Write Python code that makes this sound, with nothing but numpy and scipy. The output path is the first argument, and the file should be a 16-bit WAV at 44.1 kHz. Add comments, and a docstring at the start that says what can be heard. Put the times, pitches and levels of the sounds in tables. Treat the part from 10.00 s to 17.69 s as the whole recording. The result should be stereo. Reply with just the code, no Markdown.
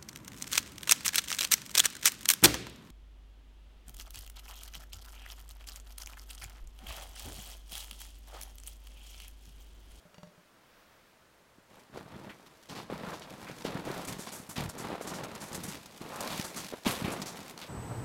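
"""Footsteps on crusted snow

Feet tread through crusted snow just below a hand-held camera, in the open under a faint hush of air.
Each tread packs the snow: stick-slip jerks gate random grains into a crunch, a groan and a hiss.
Pockets cave in as short pushes of falling pitch, and the icy crust breaks in coloured bursts of grains.
Before the walk a soft rustle passes, and light knocks ring the decaying modes of the camera's case."""
import sys
import numpy as np
from scipy import signal
from scipy.fft import rfft, irfft
from scipy.io import wavfile

SR = 44100
rng = np.random.default_rng(int(sys.argv[2]) if len(sys.argv) > 2 else 0)


def wav_out(sig):
    """Save sig, one row per channel (or a flat mono array), as 16-bit PCM at SR to the path in sys.argv[1]."""
    wavfile.write(sys.argv[1], SR, np.round(np.clip(np.atleast_2d(sig).T, -1, 1) * 32767).astype(np.int16))


N = 339062
TIME = np.arange(N) / SR

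# All event levels are relative: the sources have trims of their own.
# spectrum of the outdoor hush: [frequency_hz, density_db_per_hz], and its overall level
AIR_COLOUR = [(12, -16), (20, -12.5), (459, -4), (499, -4), (642, -3.5), (780, -9), (923, -7.5),
              (1530, -9.5), (2320, -15), (16000, -31.5)]
AIR_DB = -60
# spectrum of the soft rustle: [frequency_hz, density_db_per_hz]
RUSTLE_COLOUR = [(300, 0.5), (1200, 5), (3000, -2.5), (5500, -8.5), (8000, -22), (16000, -13)]
# swell and fade of the rustle: [time_s, level_db]
RUSTLE_SWELL = [(0, -76), (.45, -73), (.8, -61), (1.1, -66.5), (1.5, -87)]
# likeness of the air in the two channels: [frequency_hz, correlation (-1 to 1)]
AIR_LIKENESS = [(60, 0.86), (400, -0.42), (3000, 0.19), (15000, 0.93)]

# knocks on the camera's case: [start_s, boom_db, tick_db]
CASE_KNOCKS = [(.053, -55.5, -70), (0.143, -62, -49), (0.181, -51.5, -51.5), (.231, -46.5, -47.5),
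               (0.272, -55, -58), (0.379, -57, -68)]
# resonant modes of the case: [pitch_hz, level_db, t60_s]
CASE_MODES = [(174.4, 3.5, 0.13), (596, -1.5, 0.15), (1085, -21, 0.13), (2000, -16, 0.11),
              (2830, -14, 0.069), (4560, -19, 0.2), (5670, -19, 0.11), (6750, -22, 0.14)]
# spectrum of the knock's hard contact: [frequency_hz, density_db_per_hz]
TICK_COLOUR = [(100, 1), (800, 9), (3000, -1), (7000, -8), (9000, -20), (16000, -23)]

# pockets of snow giving way under a foot: [start_s, level_db, pitch_hz, jolts (count)]
SNOW_COLLAPSES = [(1.586, -46, 230, 1), (1.901, -46, 228, 1), (1.975, -27, 390, 1), (2.901, -22.5, 433, 2),
                  (3.499, -29.5, 414, 1), (3.652, -19, 367, 1), (3.755, -22, 196, 1), (3.794, -32, 310, 1),
                  (3.877, -22.5, 490, 2), (4.195, -29, 298, 1), (4.272, -27, 750, 1),
                  (4.402, -33.5, 208, 1), (4.493, -34.5, 194, 1), (4.583, -24, 218, 5),
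                  (4.904, -23.5, 444, 2), (5.012, -24, 524.7, 1), (6.015, -29, 244, 1),
                  (6.211, -25.5, 610, 1), (6.398, -21.5, 207, 1), (6.726, -27.5, 456, 1),
                  (6.738, -23.5, 415, 1), (6.867, -17.5, 250, 1), (7.023, -22.5, 187, 2),
                  (7.082, -21, 292, 1)]
# each further jolt comes a little weaker and lower
JOLT_GAP_S, JOLT_STEP_DB, JOLT_PITCH_RATIO = 0.026, -2.5, 0.79

# a foot loads the snow: [start_s, rise_s, hold_s, crunch_db, groan_db, hiss_db]
FOOT_TREADS = [(1.673, 0.038, 0.089, -61.5, -64, -71.5), (1.914, 0.045, 0.014, -49.5, -44.5, -65),
               (2.052, .08, 0.15, -55, -50, -72.5), (2.31, 0.021, 0.44, -101, -73, -70),
               (2.684, 0.013, .1, -49, -48, -67), (2.895, .012, 0.23, -46, -46, -62.5),
               (3.24, 0.053, 0.36, -55, -52.5, -61), (3.64, 0.017, 0.13, -43.5, -42.5, -61.5),
               (3.829, 0.033, 0.16, -46.5, -42.5, -54.5), (4.071, .006, 0.044, -51, -42.5, -51),
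               (4.556, .015, 0.038, -44.5, -37, -52.5), (4.723, 0.11, 0.11, -44, -44.5, -62),
               (5.037, 0.012, 0.2, -45.5, -46, -67), (5.254, .04, 0.22, -52, -50.5, -59.5),
               (5.505, 0.02, 0.23, -53, -46, -55.5), (5.76, .03, 0.2, -69, -57.5, -63.5),
               (5.994, 0.014, 0.12, -48.5, -51, -58), (6.136, 0.051, 0.083, -44.5, -52, -53),
               (6.245, 0.038, 0.11, -48, -45.5, -46.5), (6.539, .02, 0.092, -56, -50, -52.5),
               (6.846, 0.018, 0.032, -38.5, -35, -44.5), (6.984, 0.028, 0.17, -45, -42.5, -58),
               (7.307, 0.0066, 0.18, -55, -53.5, -58.5), (7.566, 0.027, 0.015, -52.5, -70, -58.5)]
RELEASE_DB_PER_S = 153  # the fast fall once the weight is on
# trodden snow goes on settling, relative to the tread: [crunch_db, groan_db, hiss_db]
SETTLING_DB = (-7, -12, -10)
SETTLING_DB_PER_S = 24.5
# firming of the snow, change from landing to full weight: [crunch_db, groan_db, hiss_db]
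FIRMING_CHANGE_DB = (1.5, -2, 4)
# spectra of packing snow: [frequency_hz, density_db_per_hz]
CRUNCH_COLOUR = [(60, -19.5), (250, 2), (500, 2), (950, 0), (1500, -5.5), (2500, -11.5), (4000, -16),
                 (6500, -30.5), (11000, -33.5), (16000, -42)]
GROAN_COLOUR = [(15, -19), (35, -14.5), (70, -9), (125, -3), (190, 2), (300, -5), (500, -21.5),
                (1000, -19.5), (3000, -71)]
CRYSTAL_COLOUR = [(300, -17.5), (2000, 6), (4500, 3.5), (7500, -0.5), (10000, -4), (12000, -3.5),
                  (16000, -12)]

# the crust cracks into a spray of crystals: [start_s, level_db, length_s, focus_hz]
CRUST_CRACKS = [(1.971, -53, 0.033, 4500), (2.292, -46.5, 0.054, 2320), (2.462, -53, 0.018, 3930),
                (2.688, -47, 0.095, 4700), (2.752, -47.5, 0.13, 4000), (3.06, -45, 0.11, 1300),
                (3.132, -49, 0.084, 4760), (3.196, -49, 0.0089, 7500), (3.215, -48, 0.059, 4000),
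                (3.466, -47.5, 0.1, 2150), (3.62, -41.5, .009, 4520), (3.645, -40, 0.068, 4100),
                (3.868, -45.5, 0.18, 1500), (4.05, -41, 0.012, 8500), (4.073, -39, 0.05, 7800),
                (4.186, -43.5, 0.11, 7300), (4.266, -44.5, 0.067, 4140), (4.318, -43, 0.14, 8160),
                (4.491, -42, 0.072, 8300), (4.558, -38, 0.087, 3670), (4.691, -42, 0.029, 7500),
                (4.778, -44, 0.096, 7300), (5.011, -47, 0.078, 7500), (5.069, -41.5, 0.076, 6600),
                (5.138, -44, 0.087, 6200), (5.235, -42, 0.027, 6900), (5.35, -42, 0.016, 6800),
                (5.402, -44.5, 0.11, 7340), (5.53, -41, 0.012, 7450), (5.546, -36, 0.036, 7740),
                (5.634, -39.5, 0.049, 8500), (5.68, -42, 0.071, 7260), (5.858, -47, 0.017, 6760),
                (6.1, -44, 0.48, 860), (6.159, -40.5, 0.0077, 7360), (6.206, -36, 0.014, 7800),
                (6.3, -43, 0.097, 3920), (6.438, -42.5, 0.1, 7350), (6.56, -37.5, 0.089, 6700),
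                (6.834, -48, .005, 4000), (6.854, -33.5, 0.098, 3480), (6.87, -40.5, 0.15, 8750),
                (6.94, -45.5, 0.13, 4030), (7.041, -36.5, 0.085, 2430), (7.115, -42.5, 0.054, 7900),
                (7.216, -36.5, 0.025, 5550), (7.257, -39, 0.079, 6000), (7.577, -40, 0.0054, 4700),
                (7.614, -44, 0.073, 3560)]
# spectrum of breaking crust, before the focus of each crack: [frequency_hz, density_db_per_hz]
CRUST_COLOUR = [(40, 5.5), (180, 24), (450, 14.5), (1200, 16), (2500, 7.5), (4500, 2), (7500, 0),
                (10000, -2), (12000, 1), (16000, -8)]
# small flakes snap at random; their level is relative to the moving crystals
FLAKE_MEDIAN_GAP_S, FLAKE_DB, FLAKE_SPREAD_DB = 1 / 12, 5, 0.5
FLAKE_MEDIAN_LENGTH_S, FLAKE_MEDIAN_HZ = 0.018, 7160

# phase of left relative to right: [frequency_hz, phase_rad]
LEFT_PHASE = [(60, -.25), (180, -.33), (350, -.57), (750, -.83), (1400, -.77), (2800, -.48), (5500, -.16),
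              (16000, -.05)]
# level of left relative to right: [frequency_hz, difference_db]
LEFT_OVER_RIGHT = [(120, 0), (700, 0.86), (1500, 1.5), (4400, 1), (15000, 0)]
BAND_EDGE_HZ = 15950


def gain_of(db):
    """Level law: decibels to amplitude."""
    return 10 ** (np.asarray(db) / 20)


def evened(x):
    """Power normalisation: scales a signal to rms 1."""
    return x / np.sqrt(np.mean(x ** 2) + 1e-20)


def read(points, hz):
    """Log-frequency interpolation of a tabulated spectrum."""
    f, value = np.transpose(points)
    return np.interp(np.log(hz + 1), np.log(f + 1), value)


def add(mix, s, sound):
    """Superposition: adds a sound to the mix in place at time s."""
    part = mix[max(round(s * SR), 0):][:len(sound)]
    part += sound[:len(part)]


def coloured(x, spectrum, size=4096):
    """Minimum-phase filtering: a causal response of unit energy keeps the fronts of clicks sharp."""
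    hz = abs(np.fft.fftfreq(size, 1 / SR))
    log_gain = np.log(gain_of(read(spectrum, hz)))
    # the Hilbert transform of the log gain supplies the minimum phase
    response = np.exp(np.conj(signal.hilbert(log_gain)))
    taps = np.fft.ifft(response).real[:size // 2]
    return signal.oaconvolve(x, taps / np.linalg.norm(taps))[:len(x)]


def burst(length_s, rise_s, hold=1.48):
    """Impulsive envelope: rises fast, holds a moment and is about 20 dB down after its length."""
    t = np.arange(SR // 3) / SR
    shape = (1 - np.exp(-t / rise_s)) * 10 ** -((t / length_s) ** hold)
    return shape / shape.max()


def wander(rate_hz):
    """Band-limited random motion: slow smooth noise of rms 1."""
    hz = np.fft.rfftfreq(N, 1 / SR)
    slow_cut = hz / (hz + rate_hz / 10)
    fast_cut = 1 / (1 + (hz / rate_hz) ** 2)
    return evened(irfft(rfft(rng.standard_normal(N)) * slow_cut * fast_cut, N))


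def grains(per_s, spread_db, wash):
    """Shot noise of snapping ice bonds: sparse clicks over a wash of countless tiny ones."""
    size = gain_of(spread_db * np.minimum(rng.exponential(1, N), 3))
    sign = rng.choice([-1, 1], N)
    snaps = rng.random(N) < per_s / SR
    clicks = size * sign * snaps
    return evened(evened(clicks) + wash * rng.standard_normal(N))


def slips(per_s, fade_s, steady):
    """Stick-slip friction: jerks of uneven size and timing die quickly over a steady part, rms 1."""
    gaps = rng.gamma(2, SR / per_s / 2, 4000)
    at = np.cumsum(gaps).astype(int)
    inside = at < N
    jerks = np.zeros(N)
    jerks[at[inside]] = rng.uniform(0.3, 1, len(at))[inside] ** 2
    power = signal.lfilter([1], [1, -np.exp(-2 / (fade_s * SR))], jerks)
    return evened(np.sqrt(power / power.mean() + steady))


def air():
    """Partially correlated noise: a faint wide outdoor hush with a passing rustle."""
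    hz = np.fft.rfftfreq(N, 1 / SR)
    swell = gain_of(np.interp(TIME, *np.transpose(RUSTLE_SWELL)))
    spectra = []
    for _ in range(2):
        hush = gain_of(AIR_DB) * coloured(rng.standard_normal(N), AIR_COLOUR)
        rustle = swell * coloured(rng.standard_normal(N), RUSTLE_COLOUR)
        spectra.append(rfft(hush + rustle))
    left, other = spectra
    same = np.clip(read(AIR_LIKENESS, hz), -1, 1)
    right = same * left + np.sqrt(1 - same ** 2) * other
    return irfft(np.array([left, right]), N)


def knocks(stiff_hz=1500, vary_db=3):
    """Modal excitation: a blow booms in the low case modes; its tick rings the high ones unevenly."""
    out, t = np.zeros(N), np.arange(SR // 3) / SR
    for s, boom_db, tick_db in CASE_KNOCKS:
        spots = rng.uniform(-0.84, 1, len(CASE_MODES))  # varies high-mode level and all pitches
        for (hz, db, t60), spot in zip(CASE_MODES, spots):
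            blow_db = boom_db if hz < stiff_hz else tick_db + vary_db * spot
            decay = np.exp(-np.log(1000) * t / t60)
            ring = decay * np.sin(2 * np.pi * hz * (1 + 0.01 * spot) * t)
            add(out, s, gain_of(blow_db + db) * ring)
        tick = burst(length_s=0.0074, rise_s=0.00052) * rng.standard_normal(len(t))
        add(out, s, gain_of(tick_db) * coloured(tick, TICK_COLOUR))
    return out


def collapses(cycles=0.68, fall=0.41, grit_db=-18, grit_db_per_octave=3, push_db=-2.5):
    """Sudden yielding: a pocket caves in by brief pushes of falling pitch, the higher with more grit."""
    out, grit = np.zeros(N), np.zeros(N)
    t = np.arange(-SR // 50, SR // 50) / SR
    for start, first_db, first_hz, jolts in SNOW_COLLAPSES:
        for k in range(round(jolts)):
            s = start + k * JOLT_GAP_S
            db = first_db + k * JOLT_STEP_DB
            hz = first_hz * JOLT_PITCH_RATIO ** k
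            u = t * hz / cycles
            # the pitch passes through hz at the middle of the push; the starting phase is random
            swept = cycles * (u - fall * np.logaddexp(u, -u)) + rng.random()
            push = np.sin(2 * np.pi * swept) / np.cosh(2 * u)
            add(out, s + t[0], gain_of(db + push_db) * push)
            puff_db = db + grit_db + grit_db_per_octave * np.log2(hz / 400)
            add(grit, s - 0.002, gain_of(puff_db) * burst(length_s=0.02, rise_s=0.0013))
    gritty = grit * grains(per_s=2700, spread_db=2.0, wash=1.0)
    return out + coloured(gritty, CRUNCH_COLOUR)


def loads():
    """Loading and relaxation: crunch, groan and hiss levels rise, hold, let go and settle per tread."""
    power = np.zeros((3, N))
    for s, rise_s, hold_s, *levels_db in FOOT_TREADS:
        first = round(s * SR)
        t = TIME[:N - first]
        after = np.maximum(t - rise_s - hold_s, 0)
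        release = -RELEASE_DB_PER_S * after
        settling = np.subtract.outer(SETTLING_DB, SETTLING_DB_PER_S * after)
        # a tread starts dull and brightens as the snow firms
        weight = np.minimum(t / (rise_s + hold_s), 1)
        change_db = np.maximum(release, settling) + np.outer(FIRMING_CHANGE_DB, weight - 0.5)
        level = gain_of(np.array(levels_db)[:, None] + change_db)
        power[:, first:] += (np.minimum(t / rise_s, 1) * level) ** 2
    return np.sqrt(power)


def packing(crunch, groan, hiss):
    """Stick-slip compaction: snow packs in jerks of gritty crunch, dull groan and ticking crystals."""
    jerks = slips(per_s=85, fade_s=0.01, steady=0.89)
    crunch = crunch * jerks * grains(per_s=2500, spread_db=3.0, wash=0.54)
    flutter = evened(gain_of(2.24 * wander(38)))
    groan = groan * jerks * flutter * grains(per_s=600, spread_db=-1.0, wash=0.41)
    ticking = slips(per_s=45, fade_s=0.0029, steady=1.0)
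    hiss = hiss * ticking * grains(per_s=4000, spread_db=0.5, wash=0.99)
    out = gain_of(2.4) * coloured(crunch, CRUNCH_COLOUR)
    out += gain_of(-1.23) * coloured(groan, GROAN_COLOUR)
    return out + gain_of(4.5) * coloured(hiss, CRYSTAL_COLOUR)


def small_cracks(hiss):
    """Random fracture: flakes snap by chance, their level following the moving crystals."""
    gap, size, span, pitch = rng.standard_normal((200, 4)).T
    s = np.cumsum(np.exp(0.6 * gap)) * FLAKE_MEDIAN_GAP_S
    db = 20 * np.log10(np.interp(s, TIME, hiss) + 1e-9) + FLAKE_DB + FLAKE_SPREAD_DB * size
    length_s = FLAKE_MEDIAN_LENGTH_S * 2 ** (0.5 * span)
    focus_hz = FLAKE_MEDIAN_HZ * 2 ** (0.3 * pitch)
    return np.transpose([s, db, length_s, focus_hz])[s < TIME[-1]]  # columns as in CRUST_CRACKS


def crust(hiss, focus_db=14, octaves=1.0):
    """Brittle fracture: icy skin breaks in clumped grains; thick slabs crunch low, thin flakes hiss high."""
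    clumps = evened(gain_of(1.6 * wander(300)))
    spray = clumps * grains(per_s=5000, spread_db=4.5, wash=0.86)
    out, hz = np.zeros(N), np.geomspace(40, 16000, 50)
    for s, db, length_s, focus_hz in [*CRUST_CRACKS, *small_cracks(hiss)]:
        shape = burst(length_s, rise_s=0.0014 + 0.036 * length_s)  # a wide break takes longer to spread
        focus = np.exp(-(np.log2(hz / focus_hz) / octaves) ** 2)
        colour = read(CRUST_COLOUR, hz) + focus_db * focus
        flakes = spray.take(round(s * SR) + np.arange(len(shape)), mode="wrap")
        crack = coloured(shape * flakes, np.transpose([hz, colour]))
        add(out, s - 0.001, gain_of(db) * crack)
    return gain_of(-0.64) * out


def widened(x, scatter_db=-19, scatter_t60=0.034):
    """Stereo widening: sides differ in phase, most near 750 Hz, and slightly in level, with diffuse scatter."""
    hz = np.fft.rfftfreq(N, 1 / SR)
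    # half of the difference goes to each side
    half = gain_of(read(LEFT_OVER_RIGHT, hz) / 2) * np.exp(1j * read(LEFT_PHASE, hz) / 2)
    direct = irfft(rfft(x) * np.array([half, 1 / half]), N)
    t = np.arange(SR // 10) / SR
    taps = rng.standard_normal((2, len(t))) * np.exp(-np.log(1000) * t / scatter_t60)
    scatter = signal.oaconvolve(x[None], taps / np.linalg.norm(taps[0]), axes=1)[:, :N]
    return direct + gain_of(scatter_db) * scatter


def scene():
    """Free-field sound: open snow gives no echo, so the close sounds get only a little short scatter."""
    crunch, groan, hiss = loads()
    close = packing(crunch, groan, hiss) + collapses() + crust(hiss) + knocks()
    return widened(close) + air()


def record(dry):
    """Band limiting: the recorder's linear-phase low-pass filter."""
    taps = signal.firwin(511, BAND_EDGE_HZ, window=("kaiser", 9), fs=SR)
    return signal.oaconvolve(dry, taps[None], "same")


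dry = scene()
out = record(dry)
wav_out(out)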